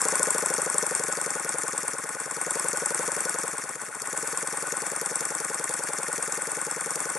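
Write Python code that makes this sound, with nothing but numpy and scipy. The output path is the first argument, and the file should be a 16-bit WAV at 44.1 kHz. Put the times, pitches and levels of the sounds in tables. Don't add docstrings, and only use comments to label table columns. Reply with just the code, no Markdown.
import sys
import numpy as np
from scipy import signal
from scipy.fft import rfft, irfft
from scipy.io import wavfile
from scipy.ndimage import uniform_filter1d

SR = 44100
rng = np.random.default_rng(int(sys.argv[2]) if len(sys.argv) > 2 else 0)


def magnitude_from_level(level_db):
    exponent = np.asarray(level_db, float) / 20
    return 10 ** exponent


def to_wav(sig):
    pcm = np.clip(np.atleast_2d(sig), -1, 1) * 32767
    pcm = np.round(pcm).astype(np.int16)
    wavfile.write(sys.argv[1], SR, pcm.T)


N = 316638

# start_s, speed_turns_per_s
FLYWHEEL_SPEED = [(0, 14.875), (0.22, 13.336), (1.46, 10.531), (1.52, 10.907), (1.66, 10.323), (2.14, 9.06),
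                  (2.31, 9.173), (2.51, 11.19), (2.88, 11.557), (3.11, 11.605), (3.42, 10.759),
                  (3.81, 7.617), (3.96, 7.321), (4.17, 10.491), (4.24, 9.962), (4.9, 10.329),
                  (5.84, 10.272), (7.18, 10.299)]
FIRST_CLAP_TURN = 0.2474
USUAL_SPEED = 10.3
CHOKE_SPEED = 13.1

STALL_TURN, STALL_WIDTH_TURNS = 0.626, 0.07
STALL_DB_PER_MS, EASY_TURN_MS = -0.1538, 86

# (dB at usual speed, dB gained per dB of speed)
CLAP_ONE_LAW, CLAP_TWO_LAW = (-22.5, 2.35), (-27, 1.4)
PORT_ONE_LAW, PORT_TWO_LAW = (-37, 0.72), (-31.5, 3.03)
KNOCK_LAW, TICK_LAW, LEAK_LAW = (-40, 0.96), (-36.5, 1.66), (-33.5, 1.26)

# pitch_hz, level_db (per Hz)
LEAK_SPECTRUM = [(60, -56), (160, -15), (500, -9.5), (1500, -6), (2200, -8.5), (3500, -15), (5400, -16.5),
                 (8800, -3), (12000, -16), (15600, -41)]
# pitch_hz, level_db
WALL_ECHOES = [(60, -16), (170, -19), (500, -17), (1460, -14), (4240, -11), (8000, -5), (12300, 0)]

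# angle_turns, level_db, favoured_hz, loss_db_per_octave
KNOCKS = [(0.023, -32.5, 830, 4), (0.027, -29.5, 1930, 41), (.068, -29, 1275, 23), (0.11, -26, 1295, 24),
          (.137, -32, 1260, 30), (.186, -36.5, 1160, 2), (0.235, -35, 1380, 23), (.272, -33.5, 1750, 29),
          (.306, -33, 1900, 24), (.351, -28.5, 1810, 42), (.386, -29.5, 1570, 14), (0.432, -32, 1530, 32),
          (.481, -26, 1320, 41), (.504, -29.5, 1910, 18), (.541, -25, 1250, 50), (.594, -32.5, 840, 14),
          (.628, -24, 977, 40), (0.655, -34.5, 900, 11), (.658, -29, 1495, 42), (0.689, -31, 831, 35),
          (.718, -25.5, 1655, 50), (0.765, -32, 1540, 43), (.818, -25.5, 1495, 49), (0.855, -29, 1550, 51),
          (.889, -31, 1089, 55), (0.894, -30, 1480, 19), (.929, -34.5, 1400, 18), (.969, -24, 974, 26),
          (.973, -30, 1920, 24), (.994, -29.5, 1075, 39)]
# pitch_hz, level_db, t60_s
CRANKCASE = [
    [(831, 2.5, 0.017)],
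    [(1083.4, 1, 0.027)],
    [(1273, 0, 0.014)],
    [(1473, -0.5, 0.034)],
    [(1830, 2.5, 0.0095), (2125, -0.5, 0.0094)],
]
# angle_turns, low_tick_db, high_tick_db
TICKS = [(0.03, -42.5, -36), (0.072, -48, -28), (0.115, -33, -38), (0.141, -46, -33), (0.19, -56, -30),
         (0.238, -50, -26.5), (0.276, -39, -28), (0.31, -28.5, -26), (0.355, -30.5, -26), (0.39, -31, -28),
         (0.435, -28.5, -30.5), (0.485, -30, -37), (0.56, -32, -42), (0.598, -30, -39), (0.64, -48, -42),
         (0.68, -50, -40), (0.722, -56, -37), (0.768, -45, -34.5), (0.815, -42, -41), (0.86, -35, -55),
         (0.895, -63, -28), (0.933, -39, -34), (0.975, -30.5, -23.5)]
# pitch_hz, width_hz, level_db
TICK_LOW_COLOUR = [(6080, 970, 0)]
# pitch_hz, width_hz, level_db
TICK_HIGH_COLOUR = [(7870, 170, -1), (9370, 1000, -4.5), (10050, 1700, -16)]
# pitch_hz, level_db, t60_s
TOOTH_LOW_RING = [(5530, 1, 0.0081), (6550, -17, 0.0031)]
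# pitch_hz, level_db, t60_s
TOOTH_HIGH_RING = [(7400, 2.5, 0.0074), (8750, -9, 0.002), (9280, 1.5, 0.0053), (10500, 2, 0.0029)]

# angle_turns, lag_ms, cylinder (0 or 1), push_db, pipe_ring_db, pipe_hz, t60_s
POPS = [
    (0.016, 2.7, 0, -3, 6.5, 448, 0.015),
    (0.081, 2.68, 0, 1.5, 5, 450, 0.012),
    (0.123, 2.48, 0, -19, 6, 553, 0.014),
    (0.47, 1.8, 0, 8, -8, 385, 0.031),
    (0.522, 2.88, 1, -8, 5.5, 473, 0.035),
    (0.561, 6.19, 1, -19, -3, 533, 0.049),
    (.585, 9.81, 1, -41, 2, 575, 0.024),
]
# pitch_hz, level_db, t60_s
MAT_THUD = [(193, -7.5, 0.028), (337, -9.5, 0.019)]

# pitch_hz, width_hz, level_db
CLAP_ONE_COLOUR = [(8620, 460, 4.5), (7500, 800, -1.5), (5280, 470, -11), (3360, 230, -19.5),
                   (11800, 1100, -14)]
# pitch_hz, width_hz, level_db
CLAP_TWO_COLOUR = [(7040, 590, -1), (9390, 380, 0.5), (4670, 1180, -7), (5280, 1050, -6),
                   (11540, 690, -9.5), (3070, 89, -42)]
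# start_s, extra_db
ODD_CLAPS = [(0.195, 3.4), (0.231, 3), (0.783, 4), (0.826, 3), (0.951, 3.3), (1.262, 3.2), (1.493, 2.2),
             (1.635, 3.5), (1.78, 3), (1.881, 3.5), (1.935, 2), (1.985, -2), (2.508, 2.5), (2.685, 3),
             (2.731, 3), (2.819, -8), (3.033, -10), (3.078, 2.8), (3.207, 0.5), (3.887, -4), (4.019, 5),
             (4.375, 2.8), (4.672, -3.1), (4.723, 5), (4.867, -3.5), (5.06, 2), (5.157, 3), (5.208, 4),
             (5.693, 2.5), (6.958, 4)]
SECOND_CLAP_TURN, CLAP_PLAY_DB = 0.521, 1.1

# pitch_hz, level_db
LEFT_MINUS_RIGHT = [(60, 4.6), (500, 4.2), (1400, 3), (2800, .8), (5500, 2), (9000, 3.5), (12000, 1.3)]
# pitch_hz, width_hz, level_db
HOUSING_NOTCHES = [(2997, 300, -7.5), (4012, 380, -7), (5010, 250, -13)]


def over_time(seconds, values):
    return np.interp(np.arange(N) / SR, seconds, values)


def sos_filter(x, order, hz, kind="low"):
    return signal.sosfilt(signal.butter(order, hz, kind, fs=SR, output="sos"), x)


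def colour(x, points, power=1):
    hz, db = np.transpose(points)
    log_hz = np.log(np.maximum(np.fft.rfftfreq(N, 1 / SR), 1))
    return irfft(rfft(x) * magnitude_from_level(power * np.interp(log_hz, np.log(hz), db)), N)


def clicks(seconds, sizes):
    at = np.round(np.ravel(seconds) * SR).astype(int)
    out = np.full(N, 1e-18)
    inside = (at >= 0) & (at < N)
    np.add.at(out, at[inside], np.ravel(sizes)[inside])
    return out


def ring(x, modes):
    out = 0
    for hz, db, t60 in modes:
        r = magnitude_from_level(-60 / (t60 * SR))
        w = 2 * np.pi * hz / SR
        out = out + signal.lfilter([0, magnitude_from_level(db) * np.sin(w)], [1, -2 * r * np.cos(w), r * r], x)
    return out


def burst(x, ms, peaks):
    swell = np.hanning(max(int(ms * SR / 1000), 3))
    noise = signal.oaconvolve(x, swell, "same") * rng.standard_normal(N)
    out = 0
    for k, (hz, width_hz, db) in enumerate(peaks):
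        r = np.exp(-np.pi * width_hz / SR)
        w = 2 * np.pi * hz / SR
        b = magnitude_from_level(db) * (1 - r * r) / 2 * np.array([1, 0, -1]) * (-1) ** k
        out = out + signal.lfilter(b, [1, -2 * r * np.cos(w), r * r], noise)
    return out


def speed():
    seconds, turns_per_s = np.transpose(FLYWHEEL_SPEED)
    return over_time(seconds, turns_per_s)


def time_of(angle):
    rate = speed()
    turns = np.cumsum(rate) / SR - FIRST_CLAP_TURN
    turns = np.r_[turns[0] - rate[0], turns, turns[-1] + rate[-1]]
    seconds = np.r_[-1, np.arange(N) / SR, N / SR + 1]
    return np.interp(np.arange(-1, int(turns[-2]) + 1) + angle, turns, seconds)


def by_speed(law, seconds=None, top_speed=np.inf):
    usual_db, gain = law
    db = usual_db + gain * 20 * np.log10(np.minimum(speed(), top_speed) / USUAL_SPEED)
    return db if seconds is None else np.interp(seconds, np.arange(N) / SR, db)


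def stall_db():
    start_s = time_of(0)
    angle = over_time(start_s, np.arange(len(start_s))) % 1
    turn_ms = over_time(start_s[:-1], 1000 * np.diff(start_s))
    slow_ms = np.maximum(turn_ms - EASY_TURN_MS, 0)
    return STALL_DB_PER_MS * slow_ms * np.exp(-((angle - STALL_TURN) / STALL_WIDTH_TURNS) ** 2)


def contacts(rows, play_ms, play_db):
    at = np.array([time_of(row[0]) for row in rows]).T
    chance = rng.standard_normal(at.shape + (len(rows[0]),))
    at = at + play_ms / 1000 * chance[..., 0]
    force = magnitude_from_level(np.array(rows)[:, 1:] + play_db * chance[..., 1:])
    return [clicks(at, force[..., k]) for k in range(force.shape[-1])]


def room(x):
    t = np.arange(SR // 4) / SR
    early, left, right = rng.standard_normal((3, len(t)))
    early = early * magnitude_from_level(-60 * t / 0.06)
    side = colour(signal.oaconvolve(x, early / np.linalg.norm(early))[:N], WALL_ECHOES)
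    tails = np.array([left, right]) * magnitude_from_level(-60 * t / 0.1) * (t > 0.004)
    tail = signal.oaconvolve(x[None], tails / np.linalg.norm(tails[0]), axes=1)[:, :N]
    tail = sos_filter(tail, 2, 600, "high")
    return x + magnitude_from_level(-9.0) * side * [[1], [-1]] + magnitude_from_level(-10.5) * tail


def rumble(leak_db):
    return magnitude_from_level(-12.5 + 0.99 * (leak_db + 36)) * sos_filter(rng.standard_normal((2, N)), 2, 22)


def leak(leak_db):
    mid, side, slow = rng.standard_normal((3, N))
    flutter = sos_filter(slow, 2, 40)
    gain = magnitude_from_level(leak_db - 3.0 + 1.95 * flutter / flutter.std())
    spread = magnitude_from_level(2) * colour(side, WALL_ECHOES)
    hiss = np.array([colour(mid + spread, LEAK_SPECTRUM), colour(mid - spread, LEAK_SPECTRUM)])
    return gain * hiss / hiss.std()


def gear_ticks(tick_db):
    low, high = contacts(TICKS, play_ms=0.26, play_db=2.5)
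    noise = magnitude_from_level(11.5) * burst(low, 1.58, TICK_LOW_COLOUR) + magnitude_from_level(10) * burst(high, 2.2, TICK_HIGH_COLOUR)
    teeth = magnitude_from_level(-8.0) * ring(low, TOOTH_LOW_RING) + magnitude_from_level(-8.5) * ring(high, TOOTH_HIGH_RING)
    return magnitude_from_level(tick_db + 37) * sos_filter(magnitude_from_level(-3.0) * noise + teeth, 4, 5000, "high")


def knock_rows():
    group_hz = np.array([modes[0][0] for modes in CRANKCASE])
    rows = []
    for angle, db, favoured_hz, loss_db in KNOCKS:
        octaves_away = np.abs(np.log2(group_hz / favoured_hz))
        rows.append((angle, *(db - loss_db * octaves_away)))
    return rows


def crankcase_knocks(knock_db):
    blows = contacts(knock_rows(), play_ms=0.06, play_db=1.8)
    knock = sum((-1) ** k * ring(blows[k], modes) for k, modes in enumerate(CRANKCASE))
    return magnitude_from_level(knock_db + 37.5) * sos_filter(knock, 2, [650, 2600], "band")


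def exhaust():
    push, pipe = 0, 0
    for angle, lag_ms, cylinder, push_db, ring_db, hz, t60 in POPS:
        at = time_of(angle) + lag_ms / 1000
        db = by_speed([PORT_ONE_LAW, PORT_TWO_LAW][round(cylinder)], at, CHOKE_SPEED)
        chance = rng.standard_normal((len(at), 3))
        at = at + 0.00019 * chance[:, 0]
        push = push + clicks(at, magnitude_from_level(-37.5 + 1.08 * (db + 33.5) + push_db + 0.86 * chance[:, 1]))
        pipe = pipe + ring(clicks(at, magnitude_from_level(db + 0.8 * chance[:, 2])), [(hz, ring_db, t60)])
    return sos_filter(ring(push, MAT_THUD) + pipe, 2, 900)


def clap(seconds, db, ms, peaks):
    rattle = burst(clicks(seconds, np.ones(len(seconds))), ms, peaks)
    power = uniform_filter1d(rattle ** 2, 90)
    height = np.sqrt(power[(seconds * SR).astype(int)])
    return rattle * over_time(seconds, magnitude_from_level(db) / height)


def valves():
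    odd_s, odd_db = np.transpose(ODD_CLAPS)
    out = 0
    for angle, law, ms, peaks in [(0, CLAP_ONE_LAW, 4.84, CLAP_ONE_COLOUR),
                                  (SECOND_CLAP_TURN, CLAP_TWO_LAW, 4.7, CLAP_TWO_COLOUR)]:
        at = time_of(angle)[1:]
        odd = np.abs(at[:, None] - odd_s) < 0.01
        play_db = CLAP_PLAY_DB * rng.standard_normal(len(at)) * ~odd.any(axis=1)
        out = out + clap(at, by_speed(law, at) + odd @ odd_db + play_db, ms, peaks)
    return out


def scene():
    falter_db = stall_db()
    leak_db = by_speed(LEAK_LAW) + falter_db
    knocks = crankcase_knocks(by_speed(KNOCK_LAW) + falter_db)
    ticks = gear_ticks(by_speed(TICK_LAW) + falter_db)
    engine = valves() + exhaust() + knocks + ticks
    return room(engine) + leak(leak_db) + rumble(leak_db)


def roll_off(x):
    return signal.sosfilt(signal.butter(12, 12880, fs=SR, output="sos"), x)


def record(dry):
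    left = colour(dry[0], LEFT_MINUS_RIGHT, 1 / 2)
    right = colour(dry[1], LEFT_MINUS_RIGHT, -1 / 2)
    x = np.array([left, right])
    for hz, width_hz, db in 2 * list(HOUSING_NOTCHES):
        b, a = signal.iirnotch(hz, hz / width_hz, fs=SR)
        x = magnitude_from_level(db) * x + (1 - magnitude_from_level(db)) * signal.lfilter(b, a, x)
    x = sos_filter(x, 4, 125, "high")
    x = signal.sosfilt(signal.cheby2(10, 24, 11950, fs=SR, output="sos"), x)
    x = sos_filter(x, 8, 12500)
    return roll_off(x)


dry = scene()
out = record(dry)
to_wav(out)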